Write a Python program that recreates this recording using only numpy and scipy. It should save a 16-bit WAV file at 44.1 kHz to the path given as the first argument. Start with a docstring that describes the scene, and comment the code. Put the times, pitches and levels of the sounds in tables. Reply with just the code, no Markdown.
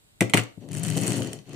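"""A small metal toy car is set down on a hollow table and bounces, close to a two-port microphone.
A finger touches its roof, then it is pushed along. Contact noise rings through the cast body, thumps
and random wheel bumps drive the modes of the table top, and loose axles tick against the shell.
A small room answers with scatter and a dying tail, over still air and microphone hiss."""
import sys
import numpy as np
from scipy import signal
from scipy.fft import rfft, irfft, next_fast_len
from scipy.io import wavfile

SR = 44100
rng = np.random.default_rng(int(sys.argv[2]) if len(sys.argv) > 2 else 0)


def generate_wav(sig):
    """Save sig (samples, or channels by samples) to the path in sys.argv[1] as 16-bit PCM at SR."""
    pcm = np.round(np.clip(np.atleast_2d(sig).T, -1, 1) * 32767).astype(np.int16)
    wavfile.write(sys.argv[1], SR, pcm)


def magnitude_from_level(level_db):
    """Linear magnitude for a level in decibels (20 dB per decade)."""
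    exponent = np.asarray(level_db, float) / 20
    return 10 ** exponent


N = 68355  # samples, about 1.55 s

# Wheels landing. Each row: start in seconds, click level in dB, body knock level in dB,
# ring of the struck corner in Hz.
LANDING_ROWS = [(0.2072, -15.5, -14.5, 2150), (.214, -43, -31, 2150), (0.221, -32, -23, 2150),
                (0.2965, -31, -31, 1520), (0.3359, -17, -10, 760), (0.341, -14.5, -21.5, 1300),
                (0.352, -45, -19, 805), (.366, -27, -27.5, 2000), (0.3718, -16.5, -11, 2800),
                (0.378, -27.5, -21, 1200), (0.386, -31, -35, 2000), (0.3914, -39, -24, 3100),
                (.396, -35.5, -32.5, 2500), (0.4355, -37, -48, 2100)]
# The weight coming down on the table. Each row: start in seconds, thump level in dB.
THUMP_ROWS = [(0.2078, -22), (0.2139, -14), (0.223, -30), (.298, -36.5), (.337, -24), (0.3437, -13.5),
              (0.352, -37.5), (0.372, -40), (.379, -22), (.397, -32)]
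# A finger pressing on the roof. Each row: start in seconds, thump level in dB.
TOUCH_ROWS = [(0.575, -27.5), (0.619, -62)]
# Single axle ticks, loud and faint, the one at 1.465 s as rolling starts again.
# Each row: start in seconds, tick level in dB, body knock level in dB.
TICK_ROWS = [(0.687, -44.5, -44), (0.7117, -46, -43), (0.7163, -35, -45.5), (0.731, -33, -40),
             (0.74, -32, -41), (0.7492, -30, -34), (0.763, -34, -43), (0.7696, -29.5, -38),
             (0.7769, -34, -41), (0.7832, -31, -63), (0.7955, -30, -59), (0.8324, -26, -35),
             (0.8362, -26, -34), (0.8484, -28.5, -30), (0.8614, -29, -53), (0.868, -28, -48),
             (0.8819, -28.5, -32), (0.8868, -32.5, -32), (0.9007, -25.5, -29.5), (0.9113, -40, -33),
             (0.9223, -35, -32), (0.9338, -30, -58), (0.9434, -37, -61), (0.955, -35, -38),
             (0.9661, -25, -38), (0.9726, -19, -29.5), (0.9787, -31, -26), (0.987, -31, -34.5),
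             (0.9985, -37, -32.5), (1.012, -26, -55), (1.0183, -33, -54), (1.0335, -23.5, -27.5),
             (1.0444, -31, -31), (1.0652, -21.5, -50), (1.071, -23.5, -42), (1.0783, -20, -26.5),
             (1.093, -34, -37), (1.1041, -34, -26), (1.12, -27, -28.5), (1.1312, -26, -33),
             (1.144, -36.5, -50), (1.2198, -33, -29), (1.2314, -31.5, -63), (1.246, -36, -36.5),
             (1.2717, -33, -33.5), (1.3186, -47, -58), (1.331, -26.5, -31.5), (1.3882, -52, -42.5),
             (1.4654, -66, -57), (1.4924, -46.5, -48.5), (1.5315, -43, -41.5)]
# Rolling. Each row: time in seconds, then levels in dB of the deep drumming, the upper drumming,
# the tyre whirr and the fine rattle.
ROLL_LEVELS = [(0.6, -48, -47, -53, -102), (0.67, -51.5, -46, -70.5, -85), (0.718, -34, -44.5, -51.5, -76),
               (0.776, -32, -36, -47.5, -66), (0.834, -30.5, -37, -45.5, -54),
               (0.866, -28.5, -37.5, -40.5, -47), (0.908, -30, -34, -43, -46), (0.936, -29, -38, -42, -50),
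               (0.978, -31.5, -27.5, -43, -47), (1.032, -29.5, -32, -40, -40.5),
               (1.07, -36.5, -31, -34, -39.5), (1.102, -30.5, -28.5, -40, -35.5),
               (1.116, -27.5, -32, -39.5, -38.5), (1.144, -31.5, -31.5, -37, -46),
               (1.162, -38, -32, -39.5, -37.5), (1.198, -31.5, -31, -46.5, -43),
               (1.236, -35.5, -34, -42, -51), (1.334, -48.5, -39, -51.5, -58),
               (1.404, -49.5, -53.5, -62, -64), (1.44, -66, -66, -72, -87), (1.488, -50.5, -43.5, -55, -72),
               (1.55, -37.5, -41, -51, -56)]
# The chassis shuddering on its wheels. Each row: time in seconds, shudder frequency in Hz.
SHUDDER_PITCH = [(0.6, 158), (0.654, 142), (0.682, 160), (0.766, 151.3), (0.838, 169.6), (0.914, 157.3),
                 (1.036, 173.4), (1.11, 159.7), (1.17, 151.6), (1.224, 139.7), (1.55, 137)]
# Cast body, low and high modes. Each row: frequency in Hz, width in Hz of the narrower of two
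# resonances in series, relative level in dB.
SHELL_LOW = [(1088, 590, -27), (1370, 540, 7.5), (2000, 165, 16), (2500, 880, 10), (3170, 83, 5),
             (3350, 170, 4.5), (4380, 580, -1), (4900, 1500, -5)]
SHELL_HIGH = [(6190, 460, 1), (6575, 195, 6.5), (7660, 1270, 8.5), (8390, 370, 13), (8800, 544, 11),
              (10360, 290, 4), (10690, 510, -0.5), (14000, 3100, -12), (16000, 460, 1)]
# Wheels and axles, loaded by the hand. Columns as for the cast body.
AXLE_MODES = [(1200, 730, -7), (2016, 350, -1.5), (2614, 290, -1), (3049, 193, 3), (3510, 550, -9.5),
              (4393, 330, -2.5), (5320, 860, -12.5), (5980, 290, -4), (6690, 180, 0.5)]
# Table top, deep and upper modes. Each row: frequency in Hz, t60 in seconds, relative level in dB.
TOP_DEEP = [(108, 0.096, -3.5), (118.5, 0.21, -6), (158, 0.033, 0), (199.8, 0.046, 5)]
TOP_UPPER = [(221.5, 0.24, -17.5), (276.4, 0.05, 4.5), (348.5, 0.064, 1.5), (416.5, 0.039, 4),
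             (512.5, 0.11, -4.5), (576, 0.029, 4.5), (714, 0.05, 2), (810, 0.035, -0.5), (929, 0.076, -4.5),
             (1024, 0.08, -8), (1123, 0.056, -6.5)]
# The table's drumming leans as the car moves. Each row: time in seconds, left minus right in dB
# ahead of the microphone ports.
DRUM_LEAN = [(.2, 0.5), (.45, 1.5), (.6, 4), (0.902, 3), (1.55, 1)]
# Room decay. Each row: frequency in Hz, t60 in seconds.
ROOM_T60 = [(100, 0.28), (500, 0.32), (2000, 0.3), (6000, 0.28), (10000, 0.15), (15000, .2)]
# Room strength. Each row: frequency in Hz, relative energy of the tail in dB.
ROOM_LEVEL = [(100, -16.5), (500, -3), (2000, -11.5), (6000, -6), (10000, -11.5), (15000, -5)]
# Balance of the microphone ports. Each row: frequency in Hz, left minus right in dB.
PORT_BALANCE = [(60, -7), (130, 11), (290, 4), (640, 1), (1410, -3), (3100, 3.5), (6820, 2), (15000, 7.5)]
# Still room spectrum. Each row: frequency in Hz, relative density in dB.
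AIR_SPECTRUM = [(15, -36), (25, -6), (82, -2.5), (123, -2), (301, -10), (439, -13), (1130, -19.5),
                (3520, -18.5), (3820, -16), (5880, -27.5), (8140, -14), (9070, -22.5), (16000, -28.5)]
# Likeness of the air noise at the ports. Each row: frequency in Hz, left-right correlation.
AIR_LIKENESS = [(60, 0.33), (380, 0.24), (2380, -0.71), (15000, -0.08)]
# Balance of the air noise. Each row: frequency in Hz, left minus right in dB.
AIR_BALANCE = [(60, 0.5), (380, 1), (2380, -2.5), (15000, 1.5)]

CLICK_S, KNOCK_S, TICK_S = 0.0017, 0.0028, 0.0015  # decay constants of contact noise, seconds
THUMP_S, TOUCH_S, BUMP_S = 0.0012, 0.0045, 0.002  # force lengths in seconds, peak at a quarter
SETTLE_DB, SETTLE_S, SETTLES_PER_S = -22.5, 0.012, 1500  # jiggle: below the click, decay, rate
RING_DB, RING_WIDTH_HZ = -4, 450  # struck corner
BUMPS_PER_S, GRIT_PER_S, RATTLES_PER_S = 2000, 3000, 2000  # mean rates of random contacts
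SHUDDER_WIDTH_HZ, SHUDDER_DB = 25, 5  # level against the deep table modes
SHUDDER_STEADY, RATTLE_LOCK = 0.77, 0.7  # 0 to 1: evenness of swing, hold of the shudder on the rattle
CONTACT_RISE_S, CONTACT_SAME = 0.00013, 0.2  # likeness of contact noise at the two ports
EARLY_DB, EARLY_S, EARLY_LOW_HZ = -14.5, 0.012, 580  # scatter off boxes and table top
LOW_CUT_HZ, TOP_HZ, AIR_DB = 88, 15250, -60


def blows():
    """Landings and finger touches: contact noise rings the shell, and forces thump the table."""
    s, click_db, knock_db, corner_hz = np.transpose(LANDING_ROWS)
    clicks = spikes(s, click_db)
    # loose axles jiggle on after each landing
    dying = signal.lfilter([magnitude_from_level(SETTLE_DB)], [1, -np.exp(-1 / SR / SETTLE_S)], clicks)
    jiggle = bursts(dying * chance(SETTLES_PER_S, 0.83), 0.00037)
    out = body(bursts(clicks, CLICK_S) + jiggle, SHELL_HIGH)
    knocks = bursts(spikes(s, knock_db), KNOCK_S)
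    out = out + body(knocks + magnitude_from_level(8.5) * jiggle, SHELL_LOW)
    out = out + corner_rings(knocks, s, corner_hz)
    thumps = push(spikes(*np.transpose(THUMP_ROWS)), THUMP_S)
    touches = push(spikes(*np.transpose(TOUCH_ROWS)), TOUCH_S)
    return out + leaned(table(thumps + touches, TOP_DEEP + TOP_UPPER))


def corner_rings(knocks, s, corner_hz):
    """Each knock, up to the next landing, excites one resonance of the struck corner."""
    out = np.zeros((2, N))
    edges = np.append(np.round(s * SR), N)
    sample = np.arange(N)
    gain = magnitude_from_level(RING_DB) * np.sqrt(SR / RING_WIDTH_HZ / np.pi)
    for k, hz in enumerate(corner_hz):
        mine = (sample >= edges[k]) & (sample < edges[k + 1])
        out += gain * resonate(knocks * mine, hz, RING_WIDTH_HZ)
    return out


def rolling():
    """Wheel bumps shake chassis and table, grit whirrs in the axles, loose metal rattles and ticks."""
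    s, *levels = np.transpose(ROLL_LEVELS)
    t = np.arange(N) / SR
    fade_in = np.clip((t - s[0]) / 0.027, 0, 1)
    deep, upper, whirr, rattle = [magnitude_from_level(np.interp(t, s, db)) * fade_in for db in levels]
    bumps = push(chance(BUMPS_PER_S, 3.1) * rng.standard_normal(N), BUMP_S)
    shudder = chassis_shudder(bumps)
    drumming = deep * evened(magnitude_from_level(SHUDDER_DB) * shudder + evened(table(bumps, TOP_DEEP)))
    out = leaned(drumming + upper * evened(table(bumps, TOP_UPPER)))
    grit = bursts(chance(GRIT_PER_S, 0.89), 0.0023)
    out = out + whirr * evened(body(grit, AXLE_MODES))
    # the fine rattle grows stronger at the crests of the shudder
    crest = np.maximum(1 + RATTLE_LOCK * shudder, 0)
    contacts = bursts(crest * chance(RATTLES_PER_S, 2.5), TICK_S)
    out = out + rattle * evened(body(contacts, SHELL_HIGH))
    return out + axle_ticks()


def chassis_shudder(bumps):
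    """Bumps drive a resonance of gliding pitch; its swing is partly evened out in strength."""
    t = np.arange(N) / SR
    turn = np.exp(2j * np.pi * np.cumsum(np.interp(t, *np.transpose(SHUDDER_PITCH))) / SR)
    r = np.exp(-np.pi * SHUDDER_WIDTH_HZ / SR)
    # shifted to zero frequency, the resonance is a two-pole low-pass
    swing = signal.lfilter([1], np.convolve([1, -r], [1, -r]), bumps / turn)
    steady = swing / (abs(swing) + 1e-9) ** SHUDDER_STEADY
    return evened((turn * steady).real)


def axle_ticks():
    """Single axle contacts sound through the high shell modes and the loaded axles."""
    s, tick_db, knock_db = np.transpose(TICK_ROWS)
    ticks = body(bursts(spikes(s, tick_db), TICK_S), SHELL_HIGH)
    return ticks + body(bursts(spikes(s, knock_db), TICK_S), AXLE_MODES)


def body(x, modes):
    """Metal modes colour contact noise through a unit-energy response, signs alternating."""
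    impulse = np.eye(1, 1024)[0]
    tap = np.zeros(1024)
    for k, (hz, width_hz, db) in enumerate(modes):
        mode = resonate(resonate(impulse, hz, width_hz), hz, 3 * width_hz)
        tap += (-1) ** k * magnitude_from_level(db) * mode
    return signal.oaconvolve(x, tap[None] / np.linalg.norm(tap), axes=1)[:, :N]


def table(force, modes):
    """The table top answers a force with dying sines, one to a mode."""
    t = np.arange(SR // 2) / SR
    tap = np.zeros(len(t))
    for k, (hz, t60, db) in enumerate(modes):
        tap += (-1) ** k * magnitude_from_level(db - 60 * t / t60) * np.sin(2 * np.pi * hz * t)
    return signal.oaconvolve(force, tap)[:N]


def bursts(train, decay_s):
    """Every impulse opens a fast-dying burst of contact noise, partly alike at both ports."""
    t = np.arange(1000) / SR
    shape = (1 - np.exp(-t / CONTACT_RISE_S)) * np.exp(-t / decay_s)
    a, b = rng.standard_normal((2, N))
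    noise = np.array([a, CONTACT_SAME * a + np.sqrt(1 - CONTACT_SAME ** 2) * b])
    return signal.oaconvolve(train, shape / shape.max())[:N] * noise


def push(train, length_s):
    """Every impulse becomes a force that swells and eases off, its sum kept."""
    u = np.arange(1500) / SR / length_s * 4
    shape = u * np.exp(-u)
    return signal.oaconvolve(train, shape / np.sum(shape))[:N]


def spikes(times, dbs):
    """A train of single-sample impulses at given times and levels."""
    out = np.zeros(N)
    at = np.minimum(np.round(np.asarray(times) * SR).astype(int), N - 1)
    np.add.at(out, at, magnitude_from_level(dbs))
    return out


def chance(per_s, spread_db):
    """Impulses at random moments, a few of them large."""
    return (rng.random(N) < per_s / SR) * magnitude_from_level(spread_db * np.minimum(rng.exponential(1, N), 3))


def resonate(x, hz, width_hz):
    """One damped resonance, about gain 1 at its centre."""
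    pole = np.exp((2j * np.pi * hz - np.pi * width_hz) / SR)
    return 2 * signal.lfilter([1 - abs(pole)], [1, -pole], x).real


def evened(x):
    """Scales to rms 1."""
    return x / np.sqrt(np.mean(x ** 2) + 1e-20)


def read(points, hz):
    """Reads a table along log frequency."""
    f, value = np.transpose(points)
    return np.interp(np.log(hz + 1), np.log(f + 1), value)


def leaned(x):
    """Places the drumming between the ports by a level difference that moves in time."""
    half = magnitude_from_level(np.interp(np.arange(N) / SR, *np.transpose(DRUM_LEAN)) / 2)
    return x * np.array([half, 1 / half]) * 2 / (half + 1 / half)


def room(x):
    """Close scatter and sparse taps dying band by band; each side blends three tap sets over time."""
    taps = np.zeros((6, SR // 2))
    at = np.arange(130, SR // 2 - 20, 20)
    at = at + rng.integers(0, 20, (6, len(at)))
    np.put_along_axis(taps, at, rng.choice([-1., 1.], at.shape), 1)

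    hz, t, z = signal.stft(taps, SR, nperseg=256)
    fade = magnitude_from_level(-60 * t / np.maximum(read(ROOM_T60, hz), 0.02)[:, None])
    fade = fade / np.linalg.norm(fade, axis=1, keepdims=True)
    fade = fade * magnitude_from_level(read(ROOM_LEVEL, hz))[:, None]
    # one tap in 20 samples, frames 128 samples apart
    tail = signal.istft(z * fade, SR, nperseg=256)[1] * np.sqrt(20 / 128)

    high_pass = signal.butter(2, EARLY_LOW_HZ, "high", fs=SR)
    near = signal.lfilter(*high_pass, taps[:, 110:1110]) * np.exp(-np.arange(1000) / SR / EARLY_S)
    tail[:, :1000] += magnitude_from_level(EARLY_DB) * near / np.linalg.norm(near[0])

    # three weights of constant total power
    phase = np.arange(N) / SR * 4 + np.arange(3)[:, None] / 3
    weight = np.cos(np.pi * phase) * np.sqrt(2 / 3)
    return signal.fftconvolve(weight * x[:, None], tail.reshape(2, 3, -1), axes=2)[..., :N].sum(1)


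def ports(x):
    """Two microphone ports differ in level by frequency."""
    size = next_fast_len(N + 4096)
    half = magnitude_from_level(read(PORT_BALANCE, np.fft.rfftfreq(size, 1 / SR)) / 2)
    return irfft(rfft(x, size) * np.array([half, 1 / half]), size)[:, :N]


def air():
    """The still room and the microphone's own hiss: shaped noise, partly alike at the ports."""
    hz = np.fft.rfftfreq(N, 1 / SR)
    a, b = rfft(rng.standard_normal((2, N)))
    same = np.clip(read(AIR_LIKENESS, hz), -1, 1)
    half = magnitude_from_level(read(AIR_BALANCE, hz) / 2)
    right = same * a + np.sqrt(1 - same ** 2) * b
    z = np.array([a * half, right / half]) * magnitude_from_level(read(AIR_SPECTRUM, hz))
    return magnitude_from_level(AIR_DB) * evened(irfft(z, N))


def scene():
    """Car and table without their lowest bass, their room tail, the ports and the still air."""
    low_cut = signal.butter(4, LOW_CUT_HZ, "high", fs=SR, output="sos")
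    car = signal.sosfilt(low_cut, blows() + rolling())
    return ports(car + room(car)) + air()


def roll_off(x):
    """The treble ends steeply here."""
    return signal.sosfilt(signal.butter(12, 16510, fs=SR, output="sos"), x)


def record(dry):
    """The microphone's treble edge, a steep low-pass, closes the mix."""
    edge = signal.cheby1(10, 1, TOP_HZ, fs=SR, output="sos")
    mix = signal.sosfilt(edge, dry)
    return roll_off(mix)


dry = scene()
out = record(dry)
generate_wav(out)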